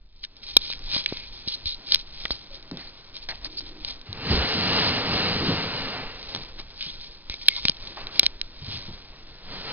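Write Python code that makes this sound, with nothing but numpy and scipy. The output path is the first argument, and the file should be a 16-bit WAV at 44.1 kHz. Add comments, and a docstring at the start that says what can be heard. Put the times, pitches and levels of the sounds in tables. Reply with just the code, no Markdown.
"""Faint room noise comes up as fingers rub a small hand-held camera in short strokes. Its plastic case
ticks, creaks and snaps, at times hard enough to overload it, and plastic tubs are bumped.
After about four seconds a large snake in a tub close by forces air through its throat: one long hiss
that puffs at the microphone. The handling goes on, and a second hiss begins at the end.
The single microphone passes little above 5 kHz and feeds both channels, the left slightly late."""
import sys
import numpy as np
from scipy import signal
from scipy.fft import rfft, irfft, next_fast_len
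from scipy.io import wavfile
from scipy.ndimage import map_coordinates

SR = 44100
rng = np.random.default_rng(int(sys.argv[2]) if len(sys.argv) > 2 else 0)


def persist_wave(psi):
    """Save psi, clipped to +-1, as 16-bit WAV."""
    counts = np.round(np.clip(psi, -1, 1) * 32767).astype(np.int16)
    wavfile.write(sys.argv[1], SR, np.atleast_2d(counts).T)


N = 428652
TIME = np.arange(N) / SR


def from_db(db):
    """Turn decibels into a factor to multiply by."""
    return 10 ** (np.asarray(db) / 20)


def unit_level(x):
    """Scale a sound to an average (rms) level of 1."""
    return x / np.sqrt(np.mean(x ** 2) + 1e-20)


def add(track, start_s, sound):
    """Mix a short sound into the track."""
    at = max(round(start_s * SR), 0)
    track[at:at + len(sound)] += sound[:N - at]


def drift(rate_hz):
    """A smooth random wobble of size 1; a higher rate wobbles faster."""
    step, warm_up = 40, 2000
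    r = np.exp(-2 * np.pi * step * rate_hz / SR)
    slow = signal.lfilter([1], [1, -2 * r, r * r], rng.standard_normal(N // step + warm_up + 2))[warm_up:]
    return np.interp(np.arange(N) / step, np.arange(len(slow)), unit_level(slow))


def coloured(x, tone):
    """Shape the lows and highs of x by a tone table, falling away past its ends; level 1."""
    hz, db = np.transpose(tone)
    size = next_fast_len(N)
    f = np.maximum(np.fft.rfftfreq(size, 1 / SR), 1)
    gain = from_db(np.interp(np.log(f), np.log(hz), db))
    gain *= np.minimum(f / hz[0], 1) ** 2 * np.minimum(hz[-1] / f, 1) ** 2
    return unit_level(irfft(rfft(x, size) * gain, size)[:N])


def fluttering_noise(tone, flutter_db, rate_hz):
    """Shaped noise whose level wavers."""
    return coloured(rng.standard_normal(N), tone) * from_db(flutter_db * drift(rate_hz))


def resonate(x, hz, width_hz):
    """Make x ring at one pitch; a narrower width rings longer."""
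    r = np.exp(-np.pi * width_hz / SR)
    feedback = [1, -2 * r * np.cos(2 * np.pi * hz / SR), r * r]
    return signal.lfilter(np.array([1, 0, -1]) * (1 - r * r) / 2, feedback, x)


def fade_in(start_db=-18.5, length_s=0.53):
    """Bring a quiet sound up gradually at the start."""
    return from_db(start_db * np.maximum(1 - TIME / length_s, 0))


# Tone of the room and microphone noise: (frequency [Hz], level [dB])
ROOM_TONE = [(30, -3), (65, -9), (110, -3), (170, -8.5), (350, -7.5), (600, -14), (1000, -15),
             (1800, -17.5), (2500, -18.5), (3300, -18.5), (4300, -14), (5100, -21), (6500, -29.5)]
# Tone of the swaying grip: (frequency [Hz], level [dB])
GRIP_TONE = [(8, -2.5), (18, 1.5), (35, -8.5), (55, -14), (90, -25), (200, -33.5)]

def background(friction):
    """Room and microphone noise, plus a rumble from the grip that grows when the fingers move."""
    room = from_db(-53.5) * fade_in() * fluttering_noise(ROOM_TONE, flutter_db=1.5, rate_hz=6.4)
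    sway = from_db(-46.5) * (friction / from_db(-42)) ** 0.15
    return room + sway * fluttering_noise(GRIP_TONE, flutter_db=3.5, rate_hz=6.2)


# Finger strokes: (fastest moment [s], friction [dB], swell [s], fade [s], scrape against friction [dB])
STROKES = [(.2, -56, 0.067, .04, -28), (.244, -37.5, 0.023, 0.0088, -26), (.366, -48, 0.011, 0.025, -28),
           (.435, -40.5, .005, 0.049, -25), (.49, -36, 0.049, 0.16, -23), (.645, -31.5, 0.036, 0.13, -27),
           (0.851, -44, .08, .08, -19), (.968, -21, 0.07, 0.051, -17), (1.11, -35.5, 0.067, 0.21, -14),
           (1.34, -44, 0.032, 0.59, -15), (1.49, -34.5, 0.026, 0.082, -28), (1.67, -27.5, 0.014, 0.05, -24),
           (1.941, -21.5, 0.046, 0.018, -21), (2.0, -34, 0.04, 0.024, -19), (2.19, -38.5, 0.099, 0.25, -17),
           (2.314, -34, 0.012, 0.065, -13), (2.545, -42.5, 0.042, 0.046, -26),
           (2.8, -45, 0.088, 0.14, -2.5), (3.15, -37.5, 0.012, 0.056, -15), (3.23, -36.5, .015, 0.024, -25),
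           (3.3, -39, 0.012, 0.075, -6), (3.459, -34.5, 0.027, 0.016, -5), (3.585, -38, 0.071, 0.055, -16),
           (3.67, -42, .04, 0.056, -11), (3.9, -32, 0.065, 0.049, -14), (4.08, -46.5, 0.031, 0.046, -2),
           (6.21, -47, 0.081, 0.21, -6), (6.36, -38, 0.22, 0.18, -4.5), (6.596, -37, 0.014, 0.024, -2.5),
           (6.72, -48.5, .08, .1, -9), (6.83, -34.5, 0.059, 0.13, -18.5), (7.04, -42, 0.11, 0.14, -20),
           (7.305, -34, 0.0095, 0.05, -26), (7.57, -29.5, 0.14, 0.053, -23),
           (7.655, -30, 0.042, 0.053, -17), (7.86, -41, 0.15, 0.2, -6), (7.975, -44.5, .015, 0.26, 2),
           (8.16, -34, 0.044, 0.1, -11), (8.236, -25, 0.005, 0.022, -13.5), (8.731, -33, 0.11, 0.14, -10),
           (8.88, -46.5, .06, 0.29, -6), (9.15, -55, 0.17, 0.18, 0), (9.3, -49, 0.015, 0.013, -1)]

def finger_strokes(rest_friction_db=-52, rest_scrape_db=-60, drop_db=11):
    """How strong fine friction and coarse scraping are: each stroke rises above the resting grip."""
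    fine_power = (from_db(rest_friction_db) * fade_in()) ** 2
    coarse_power = (from_db(rest_scrape_db) * fade_in()) ** 2
    for peak_s, db, swell_s, fade_s, scrape_db in STROKES:
        t = np.arange(-3 * swell_s, 3 * fade_s, 1 / SR)
        from_peak = np.maximum(-t / swell_s, t / fade_s)
        strength = from_db(db - drop_db * from_peak ** 1.27)
        add(fine_power, peak_s + t[0], strength ** 2)
        add(coarse_power, peak_s + t[0], (strength * from_db(scrape_db)) ** 2)
    return np.sqrt(fine_power), np.sqrt(coarse_power)


def slips(per_s, spread_db, smooth):
    """A surface sticks and lets go in tiny uneven jerks, over a share of smooth sliding noise."""
    sizes = from_db(spread_db * np.minimum(rng.exponential(1, N), 4)) * rng.choice([-1, 1], N)
    jerks = unit_level(sizes * (rng.random(N) < per_s / SR))
    return jerks + smooth * rng.standard_normal(N)


def cut_lows(x, hz):
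    """Stiff plastic gives off little sound below hz."""
    return signal.sosfilt(signal.butter(2, hz, "high", fs=SR, output="sos"), x)


# Pitches at which the camera's case rings: (pitch [Hz], width [Hz], level [dB])
CASE_RINGS = [(1395, 450, -20), (2400, 220, -4.5), (2650, 310, -10.5), (3217, 270, -6.5), (3673, 200, -2),
              (3985, 225, -1), (4260, 502, -4.5), (4780, 300, -3), (5414, 500, -13.5)]

def ring_case(force):
    """Each small push sets the plastic case ringing."""
    ring = sum(from_db(db) * resonate(force + 1e-18, hz, width) for hz, width, db in CASE_RINGS)
    return cut_lows(ring, 2200)


# Tones of the fingers' fine friction and coarse scraping: (frequency [Hz], level [dB])
FRICTION_TONE = [(1000, -34), (1900, -25), (2200, -18.5), (2430, -9.5), (2850, -14.5), (3300, -4),
                 (3850, -1), (4300, -0.5), (4700, -1.5), (5100, -6.5), (5600, -10), (6500, -13.5)]
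SCRAPE_TONE = [(50, 7), (120, 2.5), (350, -1), (600, -0.5), (950, 0), (1400, -4), (1900, -2), (2600, 1),
               (4000, -10)]

def rubbing(friction, scrape):
    """Sliding fingers make a stream of small slips; coarser grit rings the case, and the grip wavers."""
    pressure_db = 1.74 * drift(45)
    grit = from_db(-7) * unit_level(ring_case(slips(per_s=150, spread_db=1.5, smooth=0)))
    swish = 1.006 * coloured(slips(per_s=620, spread_db=2, smooth=1), FRICTION_TONE)
    rasp = coloured(slips(per_s=1200, spread_db=1, smooth=1.2), SCRAPE_TONE)
    fine = friction * from_db(pressure_db - 1.6) * (grit + swish)
    coarse = scrape * from_db(pressure_db / 2 - 1) * rasp
    return fine + coarse


def seam_ticks(friction, per_s=16, moving_db=-43):
    """The seams of the case tick at random, only while the fingers move."""
    clicks = (rng.random(N) < per_s / SR) * (friction > from_db(moving_db))
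    return ring_case(clicks * from_db(-9 + 2 * rng.standard_normal(N)))


# Creaks and squeaks: (time [s], length [s], starting level [dB], pitch [Hz], width [Hz], change [dB])
CREAKS = [(0.235, 0.014, -51, 1730, 250, 3), (0.704, 0.033, -41, 2520, 220, -4),
          (1.061, .003, -16, 2400, 160, -9), (1.07, 0.19, -46, 2380, 450, -3),
          (1.473, 0.078, -33, 4020, 900, 4.5), (1.661, 0.085, -27, 4020, 600, -7),
          (2.254, 0.0048, -25, 1670, 700, -6.5), (2.312, 0.01, -23.5, 4620, 500, -2.5),
          (2.504, 0.072, -48, 544, 50, -14), (2.786, 0.11, -43.5, 4320, 450, -1),
          (2.772, 0.11, -49.5, 1930, 500, -6.5), (3.285, 0.028, -29.5, 4340, 400, -3.5),
          (3.287, 0.037, -34.5, 1810, 600, -5), (3.288, 0.043, -39, 760, 300, -5),
          (3.444, 0.025, -28.5, 4570, 400, -9), (3.457, .37, -51.5, 315, 59.4, -1.5),
          (3.57, 0.024, -29.5, 4650, 350, -0.5), (4.128, .002, -31, 3770, 160, -8),
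          (6.2, .4, -56, 470, 70, -3), (6.807, 0.11, -32.5, 3400, 900, -7.5),
          (7.297, 0.046, -43, 2300, 320, 2), (7.486, 0.11, -34.5, 2170, 70, -14),
          (7.565, .025, -45, 950, 300, -3), (7.8, 0.64, -56.5, 362, 90, -1.5),
          (7.97, .2, -47, 950, 600, -8), (8.192, 0.0022, -14, 2450, 400, -8),
          (8.698, 0.064, -38, 3440, 900, 2)]

def creaks(gain_db=-1, grab_s=0.0011, release_s=0.0073):
    """A contact grabs, and its slips keep one part of the plastic singing until it lets go."""
    out = np.zeros(N)
    force = slips(per_s=1100, spread_db=3.5, smooth=0.93)
    for start_s, length_s, db, hz, width, change_db in CREAKS:
        t = TIME[:int((length_s + release_s) * SR)]
        push = force[int(start_s * SR):][:len(t)]
        squeak = unit_level(resonate(resonate(push, hz, width), hz, 3 * width))
        contact = np.minimum(t / grab_s, 1) * np.clip((length_s + release_s - t) / release_s, 0, 1)
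        add(out, start_s, from_db(db + gain_db + change_db * t / length_s) * contact * squeak)
    return out


# Snaps of the case: (time [s], ring level [dB], centre pitch [Hz], slip length [s],
# level of the jolt's thump at the microphone [dB])
SNAPS = [(0.2388, -28.5, 3660, 0.0015, -47), (0.249, -30, 3600, 0.00063, -41),
         (.367, -45, 4000, .0008, -58), (.431, -44, 3900, .0006, -62), (0.54, -38, 4000, .001, -55),
         (0.5671, -1.5, 3920, 0.0035, -5), (0.618, -30.5, 3620, 0.0037, -51),
         (0.7016, -27.5, 3660, 0.0011, -25), (.7151, -28, 3600, 0.00076, -46),
         (0.726, -30.5, 3300, .0004, -50), (0.7345, -30.5, 3000, .0008, -40), (1.04, -33, 4230, .0005, -53),
         (1.0608, -17, 2980, 0.001, -42), (1.089, -32, 4130, .004, -50), (1.171, -31, 3700, .0008, -50),
         (1.4767, -27, 4530, 0.0038, -51), (1.483, -22, 4600, 0.0059, -51),
         (1.657, -24.5, 4070, 0.0034, -44), (1.9207, -11.5, 4180, 0.0027, -37),
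         (1.9457, -8.5, 4530, 0.00066, -32), (1.9578, -21.5, 3800, .0005, -29),
         (2.2534, -23, 2980, 0.0012, -19.5), (2.3066, -22.5, 3450, 0.0035, -14),
         (2.627, -41.5, 3800, .0004, -52), (2.713, -35, 3940, 0.00059, -24.5),
         (2.772, -33, 3680, 0.00073, -29), (3.167, -32.5, 3930, 0.0002, -42),
         (3.288, -29.5, 4100, 0.001, -25.5), (3.307, -32, 4600, .001, -45), (3.446, -31, 4700, .001, -48),
         (3.585, -30, 4700, .001, -48), (3.607, -37, 4160, 0.00205, -31.5), (3.848, -24, 3670, 0.0013, -32),
         (4.014, -40.5, 4100, .0005, -55), (4.129, -29, 3700, 0.0007, -39),
         (6.3492, -23.5, 4100, 0.0013, -20.5), (6.3614, -29, 4350, 0.00074, -20),
         (6.8089, -27.5, 3520, 0.00081, -53), (6.826, -29, 4400, .001, -52),
         (7.298, -26, 3900, 0.00084, -29), (7.3407, -29, 3960, 0.0023, -31),
         (7.413, -42, 2000, 0.00086, -50), (7.4643, -36, 4460, .0006, -46),
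         (7.4838, -3.5, 3180, 0.0033, -33), (7.564, -26.5, 3920, 0.0026, -44),
         (7.653, -15, 2970, 0.00022, -15.5), (7.6834, -13, 3930, 0.0011, -44),
         (7.696, -14, 4430, 0.00054, -18), (7.718, -36, 3730, .0008, -48), (7.769, -40, 3800, .0006, -50),
         (7.8724, -34, 4270, 0.00045, -50), (8.0695, -29.5, 3200, 0.0015, -34),
         (8.1944, -2.5, 3860, 0.0021, -10.5), (8.2313, -19, 3300, 0.0011, -16),
         (8.258, -23, 4040, 0.0047, -43), (8.264, -10, 3820, 0.00055, -23),
         (8.4141, -21, 4060, 0.00094, -44)]

def snaps(jolt_s=0.00023, settle_s=0.0014, chatter=0.23, focus_hz=900, uneven_db=1.65):
    """A seam lets go with a short chatter that rings the case; the jolt hits the microphone as a pulse."""
    out, t = np.zeros(N), TIME[:SR // 25]
    ring_hz, width_hz, ring_db = np.transpose(CASE_RINGS)
    pulse = np.exp(-t / jolt_s) - jolt_s / settle_s * np.exp(-t / settle_s)
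    for start_s, db, centre_hz, slip_s, jolt_db in SNAPS:
        forces = chatter * rng.standard_normal((len(CASE_RINGS), len(t))) * np.exp(-(t / slip_s) ** 4)
        forces[:, 0] = 1  # the first sharp kick
        gains = from_db(ring_db + uneven_db * rng.standard_normal(len(CASE_RINGS)))
        gains /= 1 + ((ring_hz - centre_hz) / focus_hz) ** 2  # where it slips favours some pitches
        ring = sum(gain * unit_level(resonate(force, hz, width))
                   for gain, force, hz, width in zip(gains, forces, ring_hz, width_hz))
        ring = cut_lows(ring, centre_hz / 2)
        opening_level = np.sqrt(np.mean(ring[:SR // 200] ** 2))  # over the first 5 ms
        add(out, start_s, from_db(db) * ring / opening_level + 2 * from_db(jolt_db - 2) * pulse)
    return out


# Bumps of hand and tub: (time [s], peak [dB], pitch [Hz], time to fade 60 dB [s], rubbing share [0-1])
BUMPS = [(0.9644, -22.5, 335, 0.0064, 0.57), (1.1244, -16.5, 368, 0.0079, .034),
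         (1.475, -25.5, 218, 0.011, .2), (1.658, -27.5, 73.6, 0.066, .1), (2.309, -28, 44.3, 0.066, .1),
         (2.716, -28.5, 260.8, 0.25, 0.57), (2.719, -31.5, 144, 0.19, 0.49),
         (4.089, -30.5, 98.5, 0.22, 0.31), (6.348, -35, 128, 0.37, .67), (6.864, -39, 129, 0.11, .5),
         (7.3, -28, 55, 0.035, .1), (7.652, -22.5, 173, 0.012, 0.52), (7.695, -28.5, 170, .02, 0.58),
         (7.971, -29, 730, 0.11, 0.77), (8.619, -33.5, 95, 0.14, 0.41), (8.678, -29, 100, 0.16, 0.33),
         (8.736, -31.5, 86.4, 0.28, .6), (8.885, -32, 100, 0.14, 0.54), (8.88, -35, 199, .15, 0.34)]

def bumps(damping=0.66):
    """A soft blow makes a low note that dies fast, blurred by the rubbing of the contact."""
    out, t = np.zeros(N), TIME[:SR // 3]
    for start_s, db, hz, fade_s, share in BUMPS:
        noise = rng.standard_normal(len(t))
        blur = unit_level(resonate(resonate(noise, hz, damping * hz), hz, 2 * hz)) * np.minimum(t * hz, 1)
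        note = np.sin(2 * np.pi * hz * t)
        thud = ((1 - share) * note + share * blur) * from_db(-60 * t / fade_s)
        add(out, start_s, from_db(db) * thud / np.abs(thud).max())
    return out


def singing_air(hz, width_hz):
    """Swirling air: a band of noise whose centre follows the pitch curve hz; level 1."""
    r, warm_up = np.exp(-np.pi * width_hz / SR), SR // 10
    noise = rng.standard_normal((2, len(hz) + warm_up))
    real, imag = signal.lfilter([1], [1, -2 * r, r * r], noise)[:, warm_up:]
    phase = 2 * np.pi * np.cumsum(hz) / SR
    return unit_level(real * np.cos(phase) - imag * np.sin(phase))


# Tones of the hiss's broad breath, sharp edge and low rush: (frequency [Hz], level [dB])
BREATH_TONE = [(250, -12.5), (450, 1), (650, -0.5), (1000, -0.5), (1800, -2), (2400, -.5), (2850, -2.5),
               (3200, -2.5), (3800, -17.5), (5000, -30)]
EDGE_TONE = [(2500, -33.5), (3200, -6.5), (3700, -1.5), (4200, -3), (4700, 0.5), (5100, -5), (5600, -11.5),
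             (6500, -17.5)]
RUSH_TONE = [(40, -17), (75, -2.5), (110, -2.5), (170, -2.5), (260, -1.5), (330, -6), (450, -11),
             (700, -23), (1500, -35)]
# Pitches at which the air in the tub and its shelf rings: (pitch [Hz], width [Hz], level [dB])
TUB_RINGS = [(101, 40, -4), (162.8, 9, -0.5), (180.3, 9.2, -2), (261.8, 6, 0.5), (437.6, 16, -1),
             (475, 30, -5), (740, 18, -6.5), (880, 28, -11), (1240, 21, -11.5), (1710, 40, -10.5),
             (2160, 30, -11), (2870, 24, -7.5), (4200, 100, -12.5)]
# How each hiss unfolds:
# (time [s], breath [dB], edge [dB], rush [dB], lower throat pitch [Hz], upper throat pitch [Hz])
LONG_HISS = [(4.16, -46.5, -50, -46, 2706, 4160), (4.28, -37, -37, -35, 2870, 4100),
             (4.32, -31.5, -29, -26, 2880, 4110), (4.37, -33, -31, -33, 2840, 4060),
             (4.44, -30, -33.5, -32, 2890, 4160), (4.48, -34, -33.5, -42, 2820, 4180),
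             (4.52, -32, -30.5, -40, 2850, 4110), (4.56, -34, -34, -33, 2830, 4100),
             (4.83, -29, -28, -31, 2820, 4160), (4.98, -33, -34, -33, 2880, 4200),
             (5.04, -34, -37, -37.5, 2830, 4030), (5.14, -32.5, -32, -27.5, 2780, 4120),
             (5.17, -30.5, -30.5, -34, 2750, 4150), (5.39, -34, -34, -33, 2920, 4130),
             (5.43, -36, -36, -29, 2810, 4130), (5.46, -33.5, -34, -33, 2775, 4220),
             (5.5, -33.5, -34, -25, 2870, 4150), (5.56, -34.5, -36, -36, 2830, 4080),
             (5.95, -38, -41, -44, 2850, 4170), (6.0, -39, -44, -42, 2860, 4130),
             (6.14, -47, -52, -55, 2770, 4180), (6.17, -50, -53, -55, 2770, 4020)]
SECOND_HISS = [(9.4, -57.5, -72, -64, 3260, 4180), (9.416, -59, -59, -64, 3200, 4190),
               (9.53, -45, -45, -47.5, 3180, 4120), (9.634, -46, -44.5, -48, 3140, 4150),
               (9.71, -38, -40.5, -46, 3210, 4250)]

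def snake_hiss(fade_db_per_s=170, throat_width_hz=430):
    """Air forced through the windpipe's opening hisses, rings at two throat pitches and fills the tub."""
    levels = np.zeros((3, N))
    for hiss in (LONG_HISS, SECOND_HISS):
        times, *columns = np.transpose(hiss)
        levels_db = np.array([np.interp(TIME, times, db) for db in columns[:3]])
        outside_s = np.abs(TIME - np.clip(TIME, times[0], times[-1]))  # time before or after this hiss
        levels += from_db(levels_db - fade_db_per_s * np.minimum(outside_s, 1))
    breath, edge, rush = levels
    times, *_, lower_hz, upper_hz = np.vstack([LONG_HISS, SECOND_HISS]).T
    throat = from_db(-5) * singing_air(np.interp(TIME, times, lower_hz), throat_width_hz)
    throat += from_db(-3) * singing_air(np.interp(TIME, times, upper_hz), throat_width_hz)
    air = breath * from_db(2.05) * fluttering_noise(BREATH_TONE, flutter_db=0.5, rate_hz=25)
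    air += edge * (throat + from_db(3.5) * fluttering_noise(EDGE_TONE, flutter_db=0.7, rate_hz=25))
    air += rush * from_db(-1) * coloured(rng.standard_normal(N), RUSH_TONE)
    return air + sum(from_db(db) * resonate(air, hz, width) for hz, width, db in TUB_RINGS)


# Puffs of the snake's breath: (time [s], hold [s], level [dB], pitch [Hz], width [Hz])
PUFFS = [(4.298, 0.044, -23.5, 80.2, 45), (4.305, 0.041, -29.5, 371, 350), (4.315, 0.094, -25.5, 60, 12),
         (5.115, 0.028, -29, 106, 60), (5.478, .04, -25.5, 162, 23), (5.485, .03, -32.5, 463.7, 160)]

def puffs(rise_s=0.01, release_s=0.045):
    """A gust hits the microphone with a low flutter, then dies away."""
    out = np.zeros(N)
    for start_s, hold_s, db, hz, width in PUFFS:
        t = TIME[:int((hold_s + release_s) * SR)]
        gust = np.minimum(t / rise_s, 1) * np.clip((hold_s + release_s - t) / release_s, 0, 1)
        add(out, start_s, from_db(db) * gust * singing_air(np.full(len(t), hz), width))
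    return out


def scene():
    """All the sounds meet at one microphone, which feeds both channels."""
    friction, scrape = finger_strokes()
    sound = snake_hiss() + puffs()
    sound += rubbing(friction, scrape) + seam_ticks(friction) + creaks() + snaps() + bumps()
    sound += background(friction)
    return np.array([sound, sound])


def record(dry, mic_top_hz=5606, soften_hz=10000, cutoff_hz=15700, left_lag_s=8.3e-5):
    """The microphone loses the highs and overloads on the hardest snaps; the left channel comes late."""
    dull = signal.sosfilt(signal.ellip(8, 0.3, 75, mic_top_hz, fs=SR, output="sos"), dry)
    overloaded = np.clip(dull, -1, 1)
    left, right = signal.sosfilt(signal.butter(2, soften_hz, fs=SR, output="sos"), overloaded)
    left = map_coordinates(left, [np.arange(N) - left_lag_s * SR], order=3)
    return signal.sosfilt(signal.cheby2(12, 60, cutoff_hz, fs=SR, output="sos"), [left, right])


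dry = scene()
out = record(dry)
persist_wave(out)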